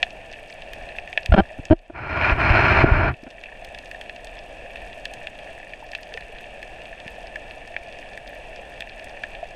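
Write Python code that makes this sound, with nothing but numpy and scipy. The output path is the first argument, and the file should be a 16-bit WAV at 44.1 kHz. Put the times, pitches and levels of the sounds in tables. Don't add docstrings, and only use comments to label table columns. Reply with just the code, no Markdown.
import sys
import numpy as np
from scipy import signal
from scipy.fft import rfft, irfft
from scipy.io import wavfile
from scipy.ndimage import uniform_filter1d, minimum_filter1d

SR = 44100
rng = np.random.default_rng(int(sys.argv[2]) if len(sys.argv) > 2 else 0)


def to_wav(s):
    ch = np.atleast_2d(s).T
    pcm = np.round(np.clip(ch, -1, 1) * 32767)
    wavfile.write(sys.argv[1], SR, pcm.astype(np.int16))


N = 421155
TIME = np.arange(N) / SR
SHORT = 4096

# frequency in Hz, gain in dB.
HOUSING_EQ = [(100, -9), (400, -13), (700, -8), (1200, -29), (1550, -22.5), (2300, -10), (3000, -19.5),
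              (4000, -26.5), (6000, -33.5), (9000, -38), (11000, -46.5), (14000, -45), (16000, -74)]
# centre in Hz, width in Hz, gain in dB.
HOUSING_RESONANCES = [(650, 340, 9), (1754, 285, 16.5), (2130, 234, -9), (2656, 330, 7), (3020, 56, -12.5),
                      (3400, 550, 3.5), (3900, 100, -11), (7580, 490, -9), (7780, 190, 10)]
# centre in Hz, width in Hz, gain in dB.
WALL_RESONANCES = [(341, 60, 4), (505, 142, -7), (650, 146, 8.5), (947, 68, 3.5), (1190, 45, 6),
                   (1243, 98, -6), (1411, 157, 9.5), (1700, 220, 4), (1907, 36, 2.5), (2030, 270, -1.5),
                   (2360, 224, 9.5), (3430, 120, -8.5), (3950, 190, -4), (4190, 200, 12.5), (4570, 120, 3),
                   (5150, 300, 10.5), (5400, 150, -9), (5800, 410, 3.5)]
# frequency in Hz, gain in dB.
HISS_EQ = [(20, 12.5), (40, 14), (80, 1), (150, -1.5), (650, 1), (1200, 5), (1800, -5), (2600, 1.5),
           (5000, -3.5), (9000, 3), (15000, -9.5)]
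# frequency in Hz, gain in dB.
CRACKLE_EQ = [(100, -13.5), (650, 4), (1700, -2.5), (4000, -1.5), (8000, 0.5), (15000, 0.5)]
# hump in Hz, roll-off above it in dB per octave.
CLOSE_SNAPS = [(.0285, -12, 3900, 16), (0.6203, -34.5, 3450, 13), (0.7336, -33, 1860, -4),
               (0.9846, -25, 2280, 11), (1.075, -33.5, 1800, 4), (1.128, -29, 3000, 12),
               (1.175, -13, 2570, 14), (1.2597, -25.5, 3780, 2.5), (1.6534, -32.5, 6800, 16),
               (3.14, -30.5, 2900, 21), (3.437, -29.5, 3020, 7), (3.457, -32, 2790, 16),
               (3.647, -36.5, 3950, 0), (3.7468, -32.5, 2980, 5), (3.7871, -33.5, 4300, 3),
               (3.913, -30, 2400, 0), (3.9457, -31.5, 1810, 8), (4.0118, -31, 2130, 3),
               (4.095, -29, 2800, 8), (4.246, -41.5, 8100, 10), (4.757, -31, 2420, 7),
               (5.0538, -25, 4000, 7), (5.137, -36.5, 6900, 10), (5.2703, -26.5, 2880, 9),
               (5.7345, -31, 2880, 19), (5.9325, -30.5, 2210, 13), (5.9498, -23.5, 3450, 11),
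               (6.1392, -31.5, 4760, 15), (6.1738, -27, 1740, 5), (6.6282, -30.5, 2190, 2),
               (7.0784, -31, 2400, 2.5), (7.3575, -25, 1700, 3), (7.5092, -34.5, 3700, 22),
               (7.764, -21.5, 2270, 16), (8.175, -31, 1700, 0.5), (8.806, -29, 3000, 2),
               (8.8212, -28.5, 3220, 22), (9.044, -41.5, 8100, 3), (9.236, -23, 1820, 8),
               (9.3495, -32.5, 3500, 28)]
# start in seconds, peak in dB, starting pitch in Hz.
PING_CUES = [(.029, -18, 710), (2.213, -5, 2390), (2.246, -5.5, 2410), (2.297, -1.5, 2470),
             (3.52, -38, 920), (4.65, -33, 570), (5.825, -33, 880), (6.295, -39, 450), (7.24, -33, 665),
             (7.876, -30.5, 650)]
# midpoint in seconds, level in dB, pitch in Hz, length in cycles.
THUMP_CUES = [(1.299, -9.5, 55, 0.94), (1.33, -4, 65.4, 1.8), (1.348, -9, 201, 2.06),
              (1.391, -11.5, 196, 6.05), (1.415, -19.5, 75, 3), (1.597, -23, 96, 1.2),
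              (1.7169, 1, 82, 2.56), (2.328, -5.5, 55, 1.84), (2.511, -4.5, 67, 1.58),
              (2.843, 1, 121, 1.86), (2.922, 5, 61.5, 0.86), (7.064, -31.5, 153, 0.89)]
# start in seconds, rough length in seconds,
# starting rate in slips per second, peak in dB, low-pass cutoff in Hz.
SLIP_RUNS = [(1.3215, 0.0046, 680, -7, 1390), (1.34, 0.0067, 560, -2, 1100),
             (1.364, 0.016, 405, -11.5, 1080), (1.3783, 0.029, 185, -2, 890), (1.385, .02, 745, -5.5, 1000),
             (1.587, 0.013, 270, -24.5, 352), (1.701, .0027, 600, -16, 808), (1.7089, 0.024, 300, 12, 430),
             (1.899, 0.0066, 315, -12, 614), (2.84, 0.0055, 345, 7.5, 410),
             (3.232, 0.0075, 260, -25.5, 298.3), (3.266, 0.014, 250, -22.5, 858)]
# frequency in Hz, gain in dB.
GRIP_EQ = [(40, -4), (250, 2.5), (800, -3), (1150, -12.5), (1600, -3), (2300, -11.5), (3200, 2),
           (4000, -15.5), (5500, -18), (7000, -42), (15000, -40)]
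# frequency in Hz, gain in dB.
RUMBLE_EQ = [(15, -13.5), (40, -8.5), (80, -0.5), (130, -4), (180, -22.5), (400, -14.5), (1000, -91)]
# frequency in Hz, gain in dB.
RUB_EQ = [(60, -9.5), (200, -4), (500, -2.5), (1000, -1.5), (1600, -3.5), (2600, -6.5), (3100, -16.5),
          (3800, -27), (5500, -37.5), (7000, -49), (10500, -60.5), (12000, -75), (16000, -89.5)]

RUB_START_S, RUB_FULL_S, BUMP_S, RUB_STOP_S = 1.953, 2.25, 2.83, 3.078


def from_db(db):
    return 10 ** (np.asarray(db) / 20)


def rms_one(x):
    return x / np.sqrt(np.mean(x ** 2) + 1e-20)


def peak_one(x):
    return x / (np.abs(x).max() + 1e-20)


def add(out, start_s, sound):
    start = max(round(start_s * SR), 0)
    out[start:start + len(sound)] += sound[:N - start]


def wander(count):
    return np.interp(TIME, np.linspace(0, TIME[-1], count), rng.standard_normal(count))


def colour(x, eq, resonances=()):
    hz = np.arange(SHORT + 1) * SR / (2 * SHORT) + 1
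    points_hz, gains_db = np.transpose(eq)
    db = np.interp(np.log(hz), np.log(points_hz), gains_db)
    for centre, width, height in resonances:
        db = db + height / (1 + (2 * (hz - centre) / width) ** 2)
    cepstrum = irfft(np.log(from_db(db)))
    cepstrum[1:SHORT] *= 2
    cepstrum[SHORT + 1:] = 0
    impulse_response = irfft(np.exp(rfft(cepstrum)))[:SHORT]
    return signal.fftconvolve(x, impulse_response)[:len(x)]


def through_housing(x):
    return colour(x, HOUSING_EQ, HOUSING_RESONANCES)


def collapse(bend_hz=2500, bend_width_hz=2600):
    t = TIME[:SHORT]
    pulse = 1. * (t == 0)
    for level_db, t60_s in ((-1, 0.014), (-9, 0.05)):
        tail = rng.standard_normal(SHORT) * from_db(-60 * t / t60_s)
        pulse = pulse + from_db(level_db) * tail / np.linalg.norm(tail)
    radius = np.exp(-np.pi * bend_width_hz / SR)
    poles = np.array([1, -2 * radius * np.cos(2 * np.pi * bend_hz / SR), radius ** 2])
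    for _ in range(4):
        pulse = signal.lfilter(poles[::-1], poles, pulse)
    return pulse


def snap(hz, rise_db, fall_db):
    hump = [(hz / 2 ** 4, -4 * rise_db), (hz, 0), (hz * 2 ** 4, -4 * fall_db)]
    return colour(collapse(), hump)


def housed_snap(level_db, hz, fall_db, length_s=.005):
    ring = through_housing(snap(hz, rise_db=11.5, fall_db=fall_db))
    return from_db(level_db) * ring * np.sqrt(length_s * SR) / np.linalg.norm(ring)


def far_shrimp(level_db=-40.5, swell_db=1.0):
    hiss = through_housing(colour(rng.standard_normal(N), HISS_EQ))
    return from_db(level_db + swell_db * wander(count=60)) * rms_one(hiss)


def shrimp_crackle(level_db=-48.5, snaps_per_s=330, spread_db=4.5, colonies=16):
    out = np.zeros(N)
    for hz in np.geomspace(1900, 12000, colonies):
        pulse = snap(hz, rise_db=11, fall_db=15)
        gaps, strengths = -np.log(rng.random((800, 2))).T
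        starts = np.cumsum(gaps) * colonies / snaps_per_s
        gains = from_db(spread_db * np.minimum(strengths, 2.96))
        for start_s, gain in zip(starts[starts < TIME[-1]], gains):
            add(out, start_s, gain * pulse)
    return from_db(level_db) * rms_one(through_housing(colour(out, CRACKLE_EQ)))


def shrimp_sparkle(softest_db=-48, low_hz=7000, high_hz=14000, count=34):
    out = np.zeros(N)
    for when, loud, high in rng.random((count, 3)):
        hz = low_hz * (high_hz / low_hz) ** high
        tick = colour(snap(hz, rise_db=22, fall_db=10), HOUSING_EQ)
        peak_db = softest_db - np.log(max(loud, .05))
        add(out, when * TIME[-1], from_db(peak_db) * peak_one(tick))
    return out


def stray_shrimp(level_db=-39.5, spread_db=3, low_hz=3400, high_hz=6000, count=44):
    out = np.zeros(N)
    for when, loud, high, dull in rng.random((count, 4)):
        hz = low_hz * (high_hz / low_hz) ** high
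        tick = housed_snap(level_db + spread_db * (loud - high), hz, fall_db=4 + 24 * dull)
        add(out, when * TIME[-1], tick)
    return out


def near_shrimp():
    out = np.zeros(N)
    for start_s, level_db, hz, fall_db in CLOSE_SNAPS:
        add(out, start_s, housed_snap(level_db, hz, fall_db))
    return out


def pings(decay_cycles=14, glide=.3, gurgle_db=-40, gurgle_hz=640, count=70):
    out, t = np.zeros(N), TIME[:SHORT]
    starts = rng.uniform(0, TIME[-1], count)
    gurgles = [(start_s, gurgle_db + 6.5 * loud, gurgle_hz * 2 ** (0.14 * high))
               for start_s, (loud, high) in zip(starts, rng.standard_normal((count, 2)))]
    for start_s, peak_db, hz in list(PING_CUES) + gurgles:
        envelope = t * from_db(-60 * t * hz / decay_cycles)
        ring = envelope * np.sin(2 * np.pi * hz * t * (1 + glide * t))
        add(out, start_s, from_db(peak_db) * peak_one(ring))
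    return out


def handling_thumps(sway_hz=30, sway_db=-12.5, sway_t60_s=0.27):
    out, after = np.zeros(N), TIME[:SR // 2]
    sway = from_db(sway_db - 60 * after / sway_t60_s) * np.sin(2 * np.pi * sway_hz * after)
    for middle_s, level_db, hz, cycles in THUMP_CUES:
        length_s = cycles / hz
        t = TIME[TIME < length_s]
        thump = np.sin(np.pi * t / length_s) * np.cos(2 * np.pi * hz * t)
        add(out, middle_s - length_s / 2, from_db(level_db) * thump)
        add(out, middle_s, from_db(level_db) * sway)
    return out


def grip_knocks(jitter=0.044, speedup_per_s=2, unevenness_db=1.5, grit_db=-30):
    out, t = np.zeros(N), TIME[:SHORT]
    for start_s, length_s, slips_per_s, peak_db, cutoff_hz in SLIP_RUNS:
        friction = from_db(grit_db) * rng.standard_normal(SHORT) * (t < length_s)
        for k, (late, strength) in enumerate(rng.standard_normal((20, 2))):
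            if k < length_s * slips_per_s:
                steady_s = abs(k + jitter * late) / slips_per_s
                slip_s = steady_s / (1 + speedup_per_s * steady_s)
                friction[int(slip_s * SR) % SHORT] -= from_db(unevenness_db * strength)
        softened = signal.sosfilt(signal.butter(2, cutoff_hz, fs=SR, output="sos"), friction)
        knock = colour(softened, GRIP_EQ, WALL_RESONANCES)
        add(out, start_s, from_db(peak_db) * peak_one(knock))
    return out


def rub_envelope(attack_db_per_s=905, swell_db_per_s=19, lull_s=2.36, lull_db=5.5):
    attack = attack_db_per_s * np.maximum(RUB_START_S - TIME, 0)
    swell = swell_db_per_s * np.maximum(RUB_FULL_S - TIME, 0)
    lull = lull_db * np.exp(-((TIME - lull_s) / 0.029) ** 2)
    release = 30.5 * (np.maximum(TIME - RUB_STOP_S, 0) / 0.058) ** 2
    return -np.minimum(attack + swell + lull + release, 400)


def rub_rumble(envelope_db, base_db=-23.5, growth_db_per_s=8):
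    growth_db = growth_db_per_s * (np.minimum(TIME, RUB_STOP_S) - RUB_FULL_S)
    rumble = rms_one(colour(rng.standard_normal(N), RUMBLE_EQ))
    return rumble * from_db(base_db + 0.48 * envelope_db + growth_db)


def rub_hiss(envelope_db, base_db=-16, grains_per_s=4000, spread_db=1.5, flutter_db=1.5, split_hz=1700):
    hits = rng.random(N) < grains_per_s / SR
    gains = from_db(spread_db * np.minimum(rng.exponential(1, N), 4))
    grains = hits * gains * rng.choice([-1, 1], N)
    bright = rms_one(colour(grains, RUB_EQ, WALL_RESONANCES))
    body = signal.sosfilt(signal.butter(1, split_hz, fs=SR, output="sos"), bright)
    bumped = np.clip((TIME - BUMP_S) / 0.031 + .5, 0, 1)
    treble_db = 3 + 1.4 * envelope_db - 8.5 * bumped
    hiss = body + (bright - body) * from_db(treble_db)
    return hiss * from_db(base_db + envelope_db + flutter_db * wander(count=700))


def rushing_rub(surge_db=3.5, surge_rise_s=0.068):
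    envelope_db = rub_envelope()
    surge = np.clip((TIME - BUMP_S) / surge_rise_s, 0, 1)
    return (rub_hiss(envelope_db) + rub_rumble(envelope_db)) * from_db(surge_db * surge)


def scene():
    reef = far_shrimp() + shrimp_crackle() + shrimp_sparkle() + stray_shrimp() + near_shrimp() + pings()
    return (reef + grip_knocks() + handling_thumps() + rushing_rub())[None]


def record(dry, ceiling_db=-1, hold_s=0.26, release_s=0.32, cutoff_hz=15700):
    over_db = np.maximum(20 * np.log10(np.abs(dry[0]) + 1e-9) - ceiling_db, 0)
    half_hold = int(hold_s * SR / 2)
    held_db = -minimum_filter1d(-over_db, size=2 * half_hold + 1, origin=half_hold)
    fading = np.exp(-TIME / release_s)
    released_db = np.maximum.accumulate(held_db / fading) * fading
    look_ahead_db = -minimum_filter1d(-released_db, size=160)
    duck_db = uniform_filter1d(look_ahead_db, size=160)
    high_cut = signal.ellip(10, .1, 80, cutoff_hz, fs=SR, output="sos")
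    return signal.sosfilt(high_cut, dry * from_db(-duck_db))


dry = scene()
out = record(dry)
to_wav(out)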